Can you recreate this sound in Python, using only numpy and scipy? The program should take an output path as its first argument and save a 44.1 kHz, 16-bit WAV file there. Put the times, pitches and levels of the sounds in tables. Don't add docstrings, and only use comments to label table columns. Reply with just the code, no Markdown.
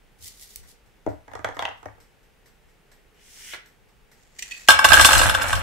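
import sys
import numpy as np
from scipy import signal
from scipy.fft import rfft, irfft, next_fast_len
from scipy.io import wavfile
from scipy.ndimage import uniform_filter1d, map_coordinates

SR = 44100
rng = np.random.default_rng(int(sys.argv[2]) if len(sys.argv) > 2 else 0)


def waveform_to_disk(signal):
    frames = np.transpose(np.atleast_2d(signal))
    scaled = np.clip(frames, -1, 1) * 32767
    samples = np.round(scaled).astype(np.int16)
    wavfile.write(sys.argv[1], SR, samples)


N = 247842
HIT_SAMPLES, TOP_HZ = 8192, 15700


def amp(db):
    return 10 ** (np.asarray(db) / 20)


def unit(x):
    return x / np.sqrt(np.mean(x ** 2) + 1e-20)


def along(points, hz):
    freqs, values = np.transpose(points)
    return np.interp(np.log(hz + 1), np.log(freqs + 1), values)


def add(track, s, sound):
    start = int(np.clip(round(s * SR), 0, N - 1))
    track[:, start:start + sound.shape[1]] += sound[:, :N - start]


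def colour(spectrum):
    gain = amp(along(spectrum, np.fft.rfftfreq(HIT_SAMPLES, 1 / SR)))
    cepstrum = irfft(np.log(gain + 1e-6))
    cepstrum[1:HIT_SAMPLES // 2] *= 2
    cepstrum[HIT_SAMPLES // 2 + 1:] = 0
    return irfft(np.exp(rfft(cepstrum)))


def body(modes, soft_hz):
    f = np.fft.rfftfreq(HIT_SAMPLES, 1 / SR)
    ringing = sum((-1) ** k * amp(db) * 1j * f * bandwidth / (hz * hz - f * f + 1j * f * bandwidth)
                  for k, (hz, bandwidth, db) in enumerate(modes))
    return irfft(ringing / (1 + 1j * f / soft_hz) ** 2)


def through(x, response):
    return signal.fftconvolve(x, np.atleast_2d(response), axes=1)[:, :x.shape[1]]


def stereo_noise(size, width):
    mid, side = rng.standard_normal((2, size))
    return np.array([mid + width * side, mid - width * side])


def hit(response, t60, width, tap, rise, tint_db):
    t = np.arange(HIT_SAMPLES) / SR
    force = stereo_noise(HIT_SAMPLES, width) * amp(-60 * t / t60) * (1 - np.exp(-t / rise))
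    force /= np.linalg.norm(force[0])
    force[:, 0] += tap
    bands = np.geomspace(300, 16000, 24)
    tint = colour(np.column_stack([bands, tint_db * rng.standard_normal(len(bands))]))
    sound = through(through(force, tint), response)
    power = uniform_filter1d(np.mean(sound ** 2, axis=0), size=176)
    return sound / np.sqrt(power.max())


def hits(rows, response, t60, width, tap, rise=0.0002, tint_db=1):
    track = np.zeros((2, N))
    for row in rows:
        pan_db = row[2] if len(row) > 2 else 0
        sides = unit(amp([[pan_db / 2], [-pan_db / 2]]))
        add(track, row[0], amp(row[1]) * sides * hit(response, t60, width, tap, rise, tint_db))
    return track


def weighted(landings, slope):
    return [(s, db + slope * contact, pan) for s, db, contact, pan in landings]


def grains(response, rate, spread_db, smooth, width):
    chance, size = rng.random(N), np.clip(rng.standard_normal(N), -2, 2)
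    contacts = (chance < rate / SR) * amp(spread_db * size)
    bursts = unit(signal.lfilter([1], [1, -np.exp(-1 / (0.00085 * SR))], contacts))
    return unit(through(stereo_noise(N, width) * (bursts + smooth), response))


def swells(rows, attack, release):
    t = np.arange(N) / SR
    levels = [db - 20 * (np.maximum(start - t, 0) / attack + np.maximum(t - end, 0) / release)
              for start, end, db in rows]
    return amp(np.maximum(np.max(levels, axis=0), -200))


def waver(rate, depth_db):
    knots = rng.standard_normal(1024)
    return amp(depth_db * map_coordinates(knots, [np.arange(N) * rate / SR], mode="mirror"))


# (frequency [Hz], gain [dB])
ROOM_EQ = [(12, -51), (20, -1.5), (47, -1.5), (90, -17), (112, -11.5), (332, -19.5), (427, -14), (613, -22),
           (880, -20.5), (983, -25.5), (1620, -23.5), (1860, -24), (2680, -25.5), (4180, -33.5),
           (15400, -41)]


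def room_tone():
    hush = through(stereo_noise(N + HIT_SAMPLES, width=0.64), colour(ROOM_EQ))
    return amp(-58) * unit(hush[:, HIT_SAMPLES:])


# (start [s], end [s], level [dB])
STROKES = [(0.23, 0.36, -52), (0.375, 0.465, -49), (0.485, 0.51, -43.5), (0.53, 0.59, -52.5),
           (0.69, 0.712, -54)]
# (time [s], level [dB])
CREASES = [(0.279, -33), (0.412, -40), (0.5592, -25.5), (0.569, -50)]
PRESSES = [(0.185, -56.5), (0.22, -49), (0.56, -49), (0.59, -48)]
# (frequency [Hz], gain [dB])
BRUSH_EQ = [(710, -85), (1200, -26), (1570, -26), (1920, 0), (2560, -9.5), (3210, -0.5), (5540, 2),
            (9760, 0.5), (13700, -2), (15400, -7)]
SNAP_EQ = [(1200, -28), (2200, -13), (5000, -6), (9000, -1.5), (14000, -6), (15500, -3.5)]
RUMBLE_EQ = [(20, -22), (32, -12), (42, 3), (57, -13.5), (74, 3.5), (86, -7.5), (97, 0.5), (118, -17),
             (250, -27), (500, -133)]


def paper():
    pressure = swells(STROKES, attack=0.057, release=0.029) * waver(rate=24.8, depth_db=4.5)
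    brush = pressure * grains(colour(BRUSH_EQ), rate=500, spread_db=4, smooth=1.2, width=0.9)
    snaps = hits(CREASES, colour(SNAP_EQ), t60=0.014, width=1.0, tap=0.49)
    presses = hits(PRESSES, colour(RUMBLE_EQ), t60=0.19, width=2.2, tap=0.32)
    return amp(1.5) * brush + amp(-2.5) * snaps + amp(0.5) * presses


# (first beat [s], end [s])
TICK_RUNS = [(0.632, 3.5), (3.6588, 4.7)]
# (frequency [Hz], gain [dB])
TICK_EQ = [(880, -5), (1500, -2), (2020, 3.5), (2650, -13), (3540, -8), (5610, -5), (7010, -11.5),
           (7940, -3.5), (9820, -20), (12400, -7), (15000, -22)]


def timer():
    beat_s, tick_db, tock_db = 0.2284, -54.5, -64.5
    beats = [(s, tock_db if k % 2 else tick_db)
             for first, end in TICK_RUNS for k, s in enumerate(np.arange(first, end, beat_s))]
    return hits(beats, colour(TICK_EQ), t60=0.31, width=0.79, tap=0.21)


# (time [s], level [dB], hardness [dB], pan left [dB])
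NUTS = [(1.0643, -29, -17, 3.5), (1.0737, -41.5, -32, -2.5), (1.2797, -39, -3.5, -3), (1.3154, -42, 1, 6),
        (1.3346, -32.5, 0.5, -8), (1.3525, -28, -1, 0), (1.3917, -35.5, -6, -3), (1.4453, -17.5, 6, -2.5),
        (1.4874, -30.5, -6.5, -1), (1.5675, -30, -3, -1), (1.592, -22.5, 13, 0), (1.6233, -22.5, 6.5, 0),
        (1.6527, -24, 19, -0.5), (1.6882, -35.5, 0, -2), (1.8294, -39, -1.5, -4), (1.8568, -31, -6, 0.5),
        (1.9803, -52, -11, -8)]
# (frequency [Hz], bandwidth [Hz], gain [dB])
TRAY_MODES = [(106, 32, -8.5), (286, 25, 3.5), (467, 68, 2.5), (622, 61, 1.5), (800, 130, -5.5),
              (1010, 100, -15)]
FLEX_MODES = [(71, 7.7, -5), (102.5, 10.7, -1)]
# (frequency [Hz], gain [dB])
KNOCK_EQ = [(250, -15), (450, 7), (750, 18), (1150, 11), (1400, 10), (1950, 7.5), (2400, -4), (2900, -45),
            (4500, -43), (9000, -53)]
CLACK_EQ = [(1400, -15), (1750, -3.5), (1950, 9.5), (2300, -5), (3100, 2.5), (3480, 2), (3850, -9),
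            (4400, -12), (8000, -41)]
SCUFF_EQ = [(2000, -7), (4500, -10.5), (6500, -6.5), (9000, -16.5), (15000, -25)]


def walnuts():
    thud = hits(weighted(NUTS, -1.02), body(TRAY_MODES, soft_hz=1210), t60=0.019, width=1.0, tap=0.93)
    flex = hits(weighted(NUTS, -0.82), body(FLEX_MODES, soft_hz=200), t60=0.025, width=1.8, tap=0.36)
    knock = hits(weighted(NUTS, 0.11), colour(KNOCK_EQ),
                 t60=0.038, width=0.9, tap=0.21, rise=0.00055, tint_db=1.8)
    clack = hits(weighted(NUTS, 1), colour(CLACK_EQ),
                 t60=0.013, width=0.34, tap=0.78, rise=0.00072, tint_db=1.8)
    scuff = hits(weighted(NUTS, 0.15), colour(SCUFF_EQ),
                 t60=0.016, width=1.0, tap=0.14, rise=0.00026, tint_db=1.8)
    roll_s, roll_db = 0.037, -19
    rolls = [(s + roll_s / 2, s + roll_s, db + roll_db) for s, db, _, _ in NUTS]
    roll = grains(colour(KNOCK_EQ), rate=170, spread_db=-1, smooth=0.41, width=0.45)
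    roll *= swells(rolls, attack=0.012, release=0.04)
    return (amp(-10) * thud + amp(-17) * flex + amp(-3) * knock + amp(-17) * clack
            + amp(-14.5) * scuff + roll)


# (time [s], level [dB])
BUMPS = [(3.535, -35), (3.543, -39.5)]
# (frequency [Hz], gain [dB])
HISS_EQ = [(1470, -11), (2500, -16), (3290, -4), (4670, -1), (5650, 5.5), (6190, 2.5), (7960, 2),
           (15400, -9.5)]
SCRAPE_EQ = [(900, -41), (1400, -3.5), (2100, 4.5), (2650, -1), (2900, 5), (3400, 0.5), (5000, -23),
             (9000, -42)]
BUMP_EQ = [(150, -22), (350, -10.5), (700, -7), (1000, -10), (1500, 3.5), (2200, -2), (2900, -11),
           (4000, -12), (7000, -33)]


def tray_slide():
    start_s, stop_s, brake_s = 3.149, 3.54, 0.045
    t = np.arange(N) / SR
    speed = np.clip((t - start_s) / (stop_s - start_s), 0, 1)
    speed *= amp(-20 * np.maximum(t - stop_s, 0) / brake_s)
    hiss = grains(colour(HISS_EQ), rate=2800, spread_db=12, smooth=3.4, width=0.97)
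    hiss *= amp(-43) * np.minimum(speed, 0.85) ** 1.24
    scrape = grains(colour(SCRAPE_EQ), rate=480, spread_db=5, smooth=1.0, width=0.57)
    scrape *= amp(-41.5) * speed ** 6 + amp(-56) * np.sqrt(speed)
    bumps = hits(BUMPS, colour(BUMP_EQ), t60=0.086, width=0.78, tap=0.22)
    return hiss + scrape + amp(3) * bumps


# (start [s], end [s], level [dB])
SLIPS = [(4.22, 4.235, -59), (4.435, 4.62, -45)]
SQUEAKS = [(4.518, 4.53, -37.5)]
# (time [s], level [dB])
SHIFTS = [(4.387, -37), (4.391, -29), (4.4235, -26), (4.4265, -33), (4.510, -31), (4.518, -33.5),
          (4.577, -41), (4.676, -30)]
# (frequency [Hz], gain [dB])
SLIP_EQ = [(1200, -12), (1950, 2), (2900, -5.5), (4300, -5), (5800, -3.5), (7500, 0.5), (8500, -9.5),
           (9500, -11.5), (15000, -19)]
DISH_TICK_EQ = [(760, -31), (1300, -27), (1520, -33), (1940, 1.5), (2150, -14), (2480, -11), (4090, -16),
                (5450, -24), (5730, -8), (6620, -20), (7110, -9), (7630, -21), (8540, -12), (8810, -25),
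                (15000, -30)]
# (frequency [Hz], bandwidth [Hz], gain [dB])
GLASS_MODES = [(1960, 70, -7), (4430, 95, -4.5), (5870, 120, -11), (7190, 68, 4), (8200, 50, -7)]
SQUEAK_MODES = [(2545, 53, 0), (4540, 16, -3)]


def glass_dish():
    slip = grains(colour(SLIP_EQ), rate=570, spread_db=-5, smooth=1.0, width=0.84)
    slip *= swells(SLIPS, attack=0.12, release=0.21)
    ticks = hits(SHIFTS, colour(DISH_TICK_EQ), t60=0.028, width=0.94, tap=0.21, rise=0.0014, tint_db=4.5)
    clinks = hits(SHIFTS, body(GLASS_MODES, soft_hz=14000), t60=0.0084, width=0.64, tap=0.35)
    squeak = grains(body(SQUEAK_MODES, soft_hz=12000), rate=650, spread_db=10, smooth=1.3, width=0.79)
    squeak *= swells(SQUEAKS, attack=0.015, release=0.068)
    return amp(-3.5) * (slip + ticks) + amp(-6.5) * clinks + squeak


# (time [s], level [dB], steel contact [dB], pan left [dB])
CRACKERS = [(4.6855, 3, 1, 0), (4.6943, -11, 2, 9), (4.7041, -6.5, -3, -1.5), (4.7898, -9, 3.5, -3.5),
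            (4.8434, -3.5, 2, -5.5), (4.848, -2.5, 1, 1), (4.8873, -15, -5, -1), (4.904, -11.5, 2, -5),
            (4.9182, -2.5, 5.5, -14), (4.9315, -5.5, -3.5, 4), (4.9391, -2.5, 1.5, 0),
            (4.9699, -8, 6.5, -11), (4.995, -2.5, 3.5, -3), (5.0106, -7.5, -4, -1), (5.0466, 1, -1, -8.5),
            (5.0554, -14, -10.5, 9), (5.0871, -10.5, 3, 2), (5.1073, -11.5, 2, 0), (5.131, -7, -2, -3),
            (5.1518, -9.5, -1, -2), (5.1906, -13.5, -2, 2), (5.2138, -11, 1, -3), (5.2319, -13, 3.5, -9),
            (5.264, -16.5, 1.5, -10), (5.2951, -12, -0.5, -1.5), (5.3412, -21.5, -1, 0),
            (5.3475, -11.5, 2, 0), (5.4173, -17.5, 2, -5), (5.5285, -13.5, 2, -3), (5.553, -24.5, -4, 1)]
# (frequency [Hz], bandwidth [Hz], gain [dB])
WALL_MODES = [(1101, 36, -6), (1250.5, 76, -4), (1355, 84, -6), (1556, 51, 4.5), (1646, 84, 1.5)]
FLOOR_MODES = [(232, 14, -24.5), (326.5, 25, -18), (540, 89, -14), (665, 122, -8), (872, 35, 0.5),
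               (1017, 37, -1.5), (1123, 31, 1.5)]
HIGH_MODES = [(1990, 79, -5.5), (2778, 163, 3.5), (3216, 280, -2.5), (3570, 37, 7.5), (4100, 97, -26),
              (5144, 116, -2)]
# (frequency [Hz], gain [dB])
CRISP_EQ = [(2240, -33), (3800, -3), (4200, 5.5), (4590, -3), (4750, -5.5), (5160, 0.5), (6260, -1),
            (7000, -1.5), (7780, 5), (8640, -2.5), (9380, 1.5), (10600, -5), (11700, -6), (13200, -7.5),
            (15400, -18.5)]


def cracker_impacts():
    clang = hits(weighted(CRACKERS, 0.82), body(WALL_MODES, soft_hz=4400),
                 t60=0.015, width=0.83, tap=0.61, rise=0.00094)
    thump = hits(weighted(CRACKERS, 0.42), body(FLOOR_MODES, soft_hz=2530),
                 t60=0.01, width=0.67, tap=0.29, rise=0.0008)
    clack = hits(weighted(CRACKERS, -0.9), body(HIGH_MODES, soft_hz=9000),
                 t60=0.022, width=0.61, tap=0.62, tint_db=1.8)
    edge = hits(weighted(CRACKERS, -1.44), colour(CRISP_EQ),
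                t60=0.071, width=1.12, tap=0.028, rise=0.00029, tint_db=1.8)
    return amp(-3.5) * clang + amp(-9) * thump + amp(-6.5) * clack + amp(-10.5) * edge


def edge_clicks(response, begin_s, rate, decay_s, spread_db):
    first = int(begin_s * SR)
    span = N - first
    draws = rng.random((int(rate * span / SR), 5))
    start, pitch, size, *phases = draws.T[:, :, None]
    t = np.arange(256) / SR
    index = (start * span).astype(int) + np.arange(len(t))
    envelope = amp(spread_db * size) * np.exp(-t / decay_s)
    pings = [envelope * np.sin(2 * np.pi * (pitch * TOP_HZ * t + phase)) for phase in phases]
    clicks = np.array([np.bincount(index.ravel(), side.ravel(), N)[:span] for side in pings])
    return np.pad(unit(through(clicks, response)), ((0, 0), (first, 0)))


# (start [s], end [s], flow [dB])
SURGES = [(4.705, 4.72, -9), (4.94, 5.22, 0), (5.39, 5.52, -7.5)]
# (frequency [Hz], gain [dB])
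HEAP_EQ = [(110, -58), (180, -18), (312, -13.5), (383, -27.5), (526, -8), (783, -8), (862, -4.5),
           (962, -10.5), (1090, -10.5), (1450, -4), (1580, -4.5), (2080, -14), (2850, -13), (3220, -16),
           (4800, -36), (6240, -90.5), (10600, -120)]


def cracker_heap(begin_s):
    flow = swells(SURGES, attack=0.17, release=0.27)
    rattle = grains(colour(HEAP_EQ), rate=400, spread_db=1.5, smooth=0.63, width=0.82)
    rustle = flow ** 1.62 * waver(rate=42, depth_db=2.5)
    clicks = edge_clicks(colour(CRISP_EQ), begin_s, rate=3500, decay_s=0.00089, spread_db=35)
    rub = grains(colour(CRISP_EQ), rate=1500, spread_db=-1, smooth=0.94, width=0.73)
    return amp(-19.5) * flow * rattle + rustle * (amp(-25.5) * clicks + amp(-26.5) * rub)


# (frequency [Hz], level [dB])
RIM_PARTIALS = [(538, -10), (868, -6.5), (1103, 1.5), (1330, 2.5), (1453, -24), (1613, -13), (2059, -12.5),
                (2266, -2.5), (2747, -7.5), (3060, -7.5), (3560, -14), (4061, -14), (8061, -26),
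                (8453, -22)]


def rim_ring(blows, t60, damped_hz):
    t = np.arange(2 * SR) / SR
    phases = rng.uniform(0, 2 * np.pi, (len(RIM_PARTIALS), 2, 1))
    strikes = blows.mean(axis=0, keepdims=True)
    ring = np.zeros((2, N))
    for (hz, db), phase in zip(RIM_PARTIALS, phases):
        partial = np.sin(2 * np.pi * hz * t + phase) * amp(-60 * t * (1 + hz / damped_hz) / t60)
        ring += amp(db) * unit(through(strikes, partial))
    return unit(ring) * np.std(blows)


# (start [s], end [s], level [dB])
ROCKS = [(4.69, 4.72, -31), (4.93, 5.03, -23), (5.165, 5.29, -21.5), (5.35, 5.49, -30.5),
         (5.54, 5.58, -25.5)]


def steel_bowl():
    first_landing_s = CRACKERS[0][0]
    landed = np.arange(N) / SR > first_landing_s
    blows = cracker_impacts() + landed * cracker_heap(first_landing_s)
    rocking = grains(colour(RUMBLE_EQ), rate=340, spread_db=3.5, smooth=0.83, width=1.74)
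    rocking *= landed * swells(ROCKS, attack=0.086, release=0.1)
    ring = rim_ring(blows, t60=2.1, damped_hz=6000)
    return blows + amp(-15.5) * ring + amp([[1.5], [-2]]) * rocking


# (frequency [Hz], t60 [s])
KITCHEN_DECAY = [(100, 0.24), (500, 0.22), (1500, 0.41), (4000, 0.34), (12000, 0.15)]


def kitchen_reverb(send):
    wet, step, predelay_s = np.zeros((2, N)), SR // 10, 0.006
    window = signal.get_window("hann", 2 * step)
    for start in range(0, N, step):
        hz, t, noise = signal.stft(rng.standard_normal((2, SR // 3)), SR, nperseg=256)
        decay = amp(-60 * t / along(KITCHEN_DECAY, hz)[:, None])
        tail = signal.istft(noise * decay, SR, nperseg=256)[1]
        tail /= np.linalg.norm(tail[0])
        piece = send[:, start:start + 2 * step]
        echo = signal.fftconvolve(piece * window[:piece.shape[1]], tail, axes=1)
        add(wet, start / SR + predelay_s, echo)
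    return wet


def scene():
    at_tray = paper() + walnuts() + tray_slide()
    at_bowl = glass_dish() + steel_bowl()
    reverb = kitchen_reverb(amp(-5) * at_tray + amp(-8) * at_bowl)
    return at_tray + at_bowl + reverb + timer() + room_tone()


def record(dry):
    clipped = dry / (1 + np.abs(dry) ** 8) ** (1 / 8)
    size = next_fast_len(N + HIT_SAMPLES)
    passband = np.fft.rfftfreq(size, 1 / SR) < TOP_HZ
    return irfft(rfft(clipped, size) * passband, size)[:, :N]


dry = scene()
out = record(dry)
waveform_to_disk(out)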